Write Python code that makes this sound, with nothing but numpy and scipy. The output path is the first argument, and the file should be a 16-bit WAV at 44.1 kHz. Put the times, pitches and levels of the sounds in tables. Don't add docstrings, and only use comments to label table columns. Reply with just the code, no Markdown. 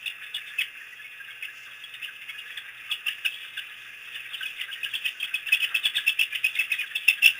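import sys
import numpy as np
from scipy import signal
from scipy.io import wavfile
from scipy.ndimage import uniform_filter1d

SR = 44100
rng = np.random.default_rng(int(sys.argv[2]) if len(sys.argv) > 2 else 0)


def inscribe(sig):
    pcm = np.round(np.clip(np.atleast_2d(sig).T, -1, 1) * 32767)
    wavfile.write(sys.argv[1], SR, pcm.astype(np.int16))


N = 325899


def near_dogs():
    out = np.zeros(N)
    calls = twitters() + whimpers()
    for (middle_s, db, hz, fall_hz, ms), chance in zip(calls, complex_noise(count=len(calls))):
        sound = squeak(hz + fall_hz / 2, hz - fall_hz / 2, ms, chance, rough=0.36)
        add(out, middle_s - len(sound) / SR / 2, gain_of(db) * sound)
    return out


def twitters():
    # peep middle in seconds, peep level in dB,
    # peep pitch in Hz, peep length in ms, lag of the slide's middle in ms (negative leads),
    # slide level in dB, slide middle in Hz.
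    twitter_rows = [(0.062, -23.5, 2625, 20, 7, -18.5, 3550), (0.08, -19.5, 2827, 15, 13.5, -26.5, 2700),
                    (0.362, -23.5, 2905, 30, -15, -15, 3450), (0.48, -31, 3576, 51, 23.5, -31, 3400),
                    (0.593, -15, 2580, 27, 23.5, -13, 3065), (1.309, -34, 3290, 21, 5, -37, 3190),
                    (1.428, -25, 2525, 17, 24, -25, 2840), (1.841, -26, 3285, 14, 3, -36, 3200),
                    (1.945, -29.5, 3610, 30, -3, -29.5, 2930), (2.031, -27.5, 2610, 30, 16, -20.5, 2900),
                    (2.298, -29, 3310, 22, 2, -43, 2674), (2.391, -26.5, 2840, 31, 10.5, -32, 3000),
                    (2.568, -40, 2600, 20, 8.5, -20.5, 3370), (2.905, -24, 2590, 17, 12.5, -12, 3290),
                    (2.932, -24, 2927, 43, -8, -20, 2715), (3.069, -18.5, 2707, 18, 16.5, -13, 2870),
                    (3.253, -16, 2890, 16, 9.5, -12.5, 2650), (3.277, -23, 2703, 8.2, 67.5, -24, 3300),
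                    (3.578, -27, 2800, 20, 13.5, -20.5, 3000), (4.149, -32, 3300, 15, 10.5, -22.5, 2900),
                    (4.336, -26.5, 3350, 15, 12, -19.5, 2950), (4.46, -22, 2540, 21, -27.5, -18, 3000),
                    (4.601, -24.5, 2390, 20, 13, -17, 2960), (4.719, -28, 2930, 20, 14, -20.5, 3100),
                    (4.835, -20.5, 2550, 16, 11.5, -16, 2950), (4.942, -21.5, 2677, 20, 13, -13.5, 3240),
                    (5.057, -21.5, 2545, 45, 5, -15, 2950), (5.07, -28, 2600, 20, 13, -16.5, 2980),
                    (5.205, -19.5, 3200, 20, 2.5, -28, 3200), (5.231, -15.5, 2572, 16, 12, -18, 3240),
                    (5.345, -16.5, 2555, 20, 11, -18, 3345), (5.471, -23.5, 2700, 25, 16.5, -20.5, 3000),
                    (5.53, -9, 2565, 24, 10.5, -13.5, 3340), (5.548, -14, 2795, 16, 9.5, -31, 3000),
                    (5.629, -17.5, 2560, 42, -24, -16.5, 2950), (5.633, -21, 3040, 45, 13.5, -13, 2910),
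                    (5.751, -11.5, 2622, 16, 12, -13.5, 3200), (5.84, -21, 3590, 37, 26.5, -19, 2960),
                    (5.847, -20, 2640, 20, 10.5, -5, 3340), (5.953, -20, 3470, 20, 30, -23, 2900),
                    (5.958, -20, 2592, 16, 11, -7, 3520), (5.98, -19.5, 3000, 27, -1, -25, 3350),
                    (6.068, -18, 2710, 12, 25, -16, 3360), (6.08, -10, 2647, 20, 16.5, -14, 3010),
                    (6.196, -14, 2640, 19.5, 19, -10, 2680), (6.222, -19, 2923, 35, 10, -21, 3400),
                    (6.33, -19.5, 2400, 20, 26, -15, 2950), (6.448, -11.5, 2536, 24, 17, -16, 2750),
                    (6.556, -22, 2465, 21, -1.5, -18, 3640), (6.597, -13.5, 2610, 26, 18.5, -26, 2690),
                    (6.723, -13, 2554, 20, 6.5, -16.5, 3690), (6.8, -19, 2470, 45, 24, -25, 2900),
                    (6.958, -18.5, 2667, 19.6, 7.5, -14.5, 3520), (7.085, -6.5, 2690, 18, 10.5, -20, 3580),
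                    (7.098, -20, 2558, 55, 5.5, -19, 2950), (7.229, -13.5, 2710, 20, 22, -14, 3360),
                    (7.245, -9, 2650, 24, 45.5, -19, 2650), (7.26, -5.5, 2715, 17.8, 18, -7.5, 2900)]
    peep_sag_hz, slide_fall_hz, slide_ms = 149.8, 851, 16
    extra_db, extra_s, extra_low_hz, extra_high_hz, extra_ms = -12.5, 0.026, 2797, 3708, 20
    calls = []
    for s, peep_db, peep_hz, peep_ms, lag_ms, slide_db, slide_hz in twitter_rows:
        calls.append((s, peep_db, peep_hz, peep_sag_hz, peep_ms))
        calls.append((s + lag_ms / 1000, slide_db, slide_hz, slide_fall_hz, slide_ms))
        for late, pitch, glide in rng.random((2, 3)):
            db = max(peep_db, slide_db) + extra_db * (0.5 + late)
            hz = extra_low_hz + (extra_high_hz - extra_low_hz) * pitch
            calls.append((s + extra_s * late, db, hz, slide_fall_hz * glide, extra_ms))
    return calls


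def whimpers():
    # middle in seconds, level in dB,
    # middle pitch in Hz, fall over the call in Hz (negative rises).
    whimper_rows = [(0.243, -29.5, 1680, 44), (0.511, -30.5, 1700, -3), (0.612, -12.5, 2225, 903),
                    (0.818, -28.5, 1790, 595), (0.935, -30, 1940, 95), (1.004, -30, 1715, -6),
                    (1.055, -28, 2190, 16), (1.208, -27, 1625, -100), (1.309, -28.5, 2180, 35),
                    (1.435, -24.5, 2210, 804), (1.49, -27, 1690, -200), (2.089, -27, 1580, 470),
                    (2.298, -22, 2180, -240), (2.356, -27.5, 1690, -150), (2.468, -29.5, 1700, -200),
                    (2.579, -25, 1800, 797), (2.903, -24.5, 1240, 72), (3.071, -23.5, 1220, 48),
                    (3.091, -22.5, 1700, -500), (3.253, -19.5, 1590, 504), (3.576, -20.5, 1600, 552),
                    (3.593, -29.5, 1655, 13), (3.714, -34.5, 1705, 6), (4.163, -24.5, 1800, 745),
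                    (4.414, -18.5, 1510, 236), (4.437, -27, 1620, 143), (4.595, -25, 2125, 218),
                    (4.612, -21, 2050, 902), (4.64, -25.5, 2030, 200), (4.7, -27.5, 1600, 102),
                    (4.865, -20.5, 1655, -100), (5.066, -22, 1930, -400), (5.494, -19.5, 1700, 446),
                    (5.645, -18.5, 1940, 907), (5.862, -21.5, 1695, 110), (5.984, -17, 1670, -220),
                    (6.057, -27, 1680, -8), (6.335, -24, 1710, -2), (6.354, -19.5, 2050, 708),
                    (6.57, -15.5, 2160, -200), (6.61, -15.5, 2110, 964), (6.709, -19.5, 2165, 8),
                    (6.741, -17, 2020, 837), (6.815, -18, 2170, 1203), (6.841, -23, 1650, 400),
                    (6.918, -25.5, 1770, 493), (7.188, -26.5, 1645, 55), (7.105, -21, 2200, 704.5),
                    (7.279, -31, 2150, 495), (7.357, -31, 1600, 102)]
    shortest_ms, drawn_ms_per_db = 21, 2
    return [(s, db, hz, fall_hz, shortest_ms + drawn_ms_per_db * max(-20 - db, 0))
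            for s, db, hz, fall_hz in whimper_rows]


def squeak(start_hz, end_hz, ms, chance, rough, spread_hz=550, outlast=1.9):
    t = np.arange(min(round(outlast * ms * SR / 1000), len(chance) // 2)) / SR
    middle = t - t[-1] / 2
    progress = middle * 1000 / ms
    hz = (start_hz + end_hz) / 2 + (end_hz - start_hz) * progress
    carrier = np.exp(2j * np.pi * (np.cumsum(hz) / SR + chance[0].real))
    width = round(SR / spread_hz / 3)
    flutter = uniform_filter1d(uniform_filter1d(chance[:len(t)], width), width)
    flutter = flutter / np.sqrt(np.mean(abs(flutter) ** 2))
    clean = np.cos(np.pi * np.clip(progress, -0.5, 0.5)) ** 2
    return (carrier * (clean + rough * flutter * np.hanning(len(t)))).real


def complex_noise(count):
    return rng.standard_normal((count, 8000)) + 1j * rng.standard_normal((count, 8000))


def far_pack():
    # time in seconds,
    # relative level of the high twitter in dB, relative level of the low whimpers in dB.
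    pack_levels = [(0.0, -39, -49), (0.6, -44, -47), (1.2, -45.5, -49.5), (1.7, -43, -48.5),
                   (2.2, -43, -48), (2.8, -41, -47.5), (3.3, -37.5, -51), (3.9, -42.5, -47),
                   (4.5, -35, -50.5), (4.8, -40.5, -45), (5.2, -39.5, -48), (5.7, -38, -43.5),
                   (6.3, -36.5, -52.5), (6.6, -36.5, -46.5), (6.95, -40, -48), (7.39, -31.5, -51)]
    s, high_db, low_db = np.transpose(pack_levels)
    t = np.arange(N) / SR
    air = rng.standard_normal(N)
    rustle = signal.lfilter(*signal.butter(2, 2300, fs=SR), air)
    high = 1.02 * chatter(2200, 3750, 347.4, 0.65, count=250) + 2.05 * air
    low = 3.05 * chatter(1149.7, 2250, 146.0, 3.7, count=250) + 6.6 * rustle
    high_gain = gain_of(np.interp(t, s, high_db))
    low_gain = gain_of(np.interp(t, s, low_db))
    return high_gain * high + low_gain * low


def chatter(low_hz, high_hz, half_fall_hz, spread_db, count):
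    out = np.zeros(N)
    for (at, pitch, glide, size, length), chance in zip(rng.random((count, 5)), complex_noise(count)):
        hz = low_hz + (high_hz - low_hz) * pitch
        bend_hz = half_fall_hz * glide
        sound = squeak(hz + bend_hz, hz - bend_hz, 14 + 22 * length, chance, rough=1.0)
        db = -spread_db * np.log(1 - 0.98 * size)
        add(out, at * N / SR, gain_of(db) * sound)
    return evened(out)


def echoes(x, t60=0.16, first_ms=4.0):
    taps = np.zeros(SR // 2)
    at = np.arange(0, len(taps) - 22, 22)
    at = at + rng.integers(0, 22, len(at))
    decay = gain_of(-60 * at / SR / t60)
    taps[at] = rng.choice([-1.0, 1.0], len(at)) * decay * (at > first_ms * SR / 1000)
    return signal.oaconvolve(x, taps / np.linalg.norm(taps))[:N]


def microphone_line(x):
    # frequency in Hz, gain in dB.
    line_response = [(1080, -28), (1240, -16), (1430, -17.5), (1550, -8.5), (2250, -11.5), (2600, -1.5),
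                     (2720, -1.5), (2850, -7), (2950, -3.5), (3130, -14), (3290, -6), (3600, -10.5),
                     (3850, -21.5), (4000, -61.5)]
    return colour(x, line_response)


def line_buzz(wavers):
    # frequency in Hz, rms level in dB about which it wavers.
    buzz_tones = [(119, -76.5), (479, -81.5), (1700, -57), (1800, -84), (1900, -62), (2100, -61.5),
                  (2400, -61), (2500, -54), (2600, -53.5), (2700, -53.5), (2800, -56), (2900, -72),
                  (3300, -68)]
    t = np.arange(N) / SR
    waver_db = 2.5
    out = np.zeros(N)
    for (hz, db), waver, phase in zip(buzz_tones, wavers(len(buzz_tones)), rng.random(len(buzz_tones))):
        tone = np.sin(2 * np.pi * (hz * t + phase))
        out += np.sqrt(2) * gain_of(db + waver_db * waver) * tone
    return out


def far_coo():
    # start in seconds, end in seconds, pitch in Hz, peak level in dB.
    coo_call = (2.41, 2.68, 485, -67)
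    start, end, hz, db = coo_call
    t = np.arange(N) / SR
    progress = np.clip((t - start) / (end - start), 0, 1)
    return gain_of(db) * np.sin(2 * np.pi * hz * t) * np.sin(np.pi * np.sqrt(progress))


def treble_hiss(wavers):
    # low edge in Hz, high edge in Hz, rms level in dB about which it swells.
    hiss_band = (4680, 7250, -69.5)
    low_hz, high_hz, db = hiss_band
    band = signal.butter(3, [low_hz, high_hz], "bandpass", fs=SR, output="sos")
    treble = signal.sosfilt(band, rng.standard_normal(N))
    swell_db = 4.5
    return gain_of(db + swell_db * wavers(1)[0]) * evened(treble)


def low_hiss():
    # frequency in Hz, relative level in dB.
    hiss_spectrum = [(15, -15), (25, -53), (119, -0.5), (273, -8), (477, 2), (639, -7), (1000, -6.5),
                     (1300, 9.5), (2200, -120)]
    return gain_of(-66.5) * evened(colour(rng.standard_normal(N), hiss_spectrum))


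def slow_chance(count):
    step = 441
    chance = rng.standard_normal((count, N // step + 2))
    wander = evened(uniform_filter1d(chance, 15, axis=1))
    return [np.interp(np.arange(N), np.arange(len(row)) * step, row) for row in wander]


def colour(x, points):
    f, db = np.transpose(points)
    hz = np.abs(np.fft.fftfreq(8192, 1 / SR))
    log_gain = np.log(gain_of(np.interp(np.log(hz + 1), np.log(f), db)))
    phase = -signal.hilbert(log_gain).imag
    taps = np.fft.ifft(np.exp(log_gain + 1j * phase)).real[:4096]
    return signal.oaconvolve(x, taps)[:N]


def gain_of(db):
    return 10 ** (np.asarray(db) / 20)


def evened(x):
    return x / np.sqrt(np.mean(x ** 2) + 1e-20)


def add(mix, s, sound):
    part = mix[max(round(s * SR), 0):][:len(sound)]
    part += sound[:len(part)]


def scene():
    near, far = near_dogs(), far_pack()
    near_echoes = gain_of(-6) * echoes(near)
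    far_echoes = 0.53 * echoes(far + 0.13 * near, t60=0.5)
    air = near + near_echoes + 0.78 * far + far_echoes
    noises = line_buzz(slow_chance) + far_coo() + treble_hiss(slow_chance) + low_hiss()
    return (microphone_line(air) + noises)[None]


def record(dry):
    folded = abs(dry) ** 1.71
    octave_band = signal.butter(2, [5050, 5700], "bandpass", fs=SR, output="sos")
    octave = signal.sosfilt(octave_band, folded)
    thump = signal.lfilter(*signal.butter(1, 90, "highpass", fs=SR), folded)
    bent = dry + 0.0053 * thump + 0.4 * octave
    hold_hz, edge_hz = 32000, 15430
    coarse = signal.resample_poly(bent, 320, 441, axis=1)
    index = np.minimum(np.arange(N) * hold_hz // SR, coarse.shape[1] - 1)
    held = coarse[:, index]
    low_pass = signal.firwin(511, edge_hz, window=("kaiser", 9), fs=SR)
    return signal.oaconvolve(held, low_pass[None], "same")


dry = scene()
out = record(dry)
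inscribe(out)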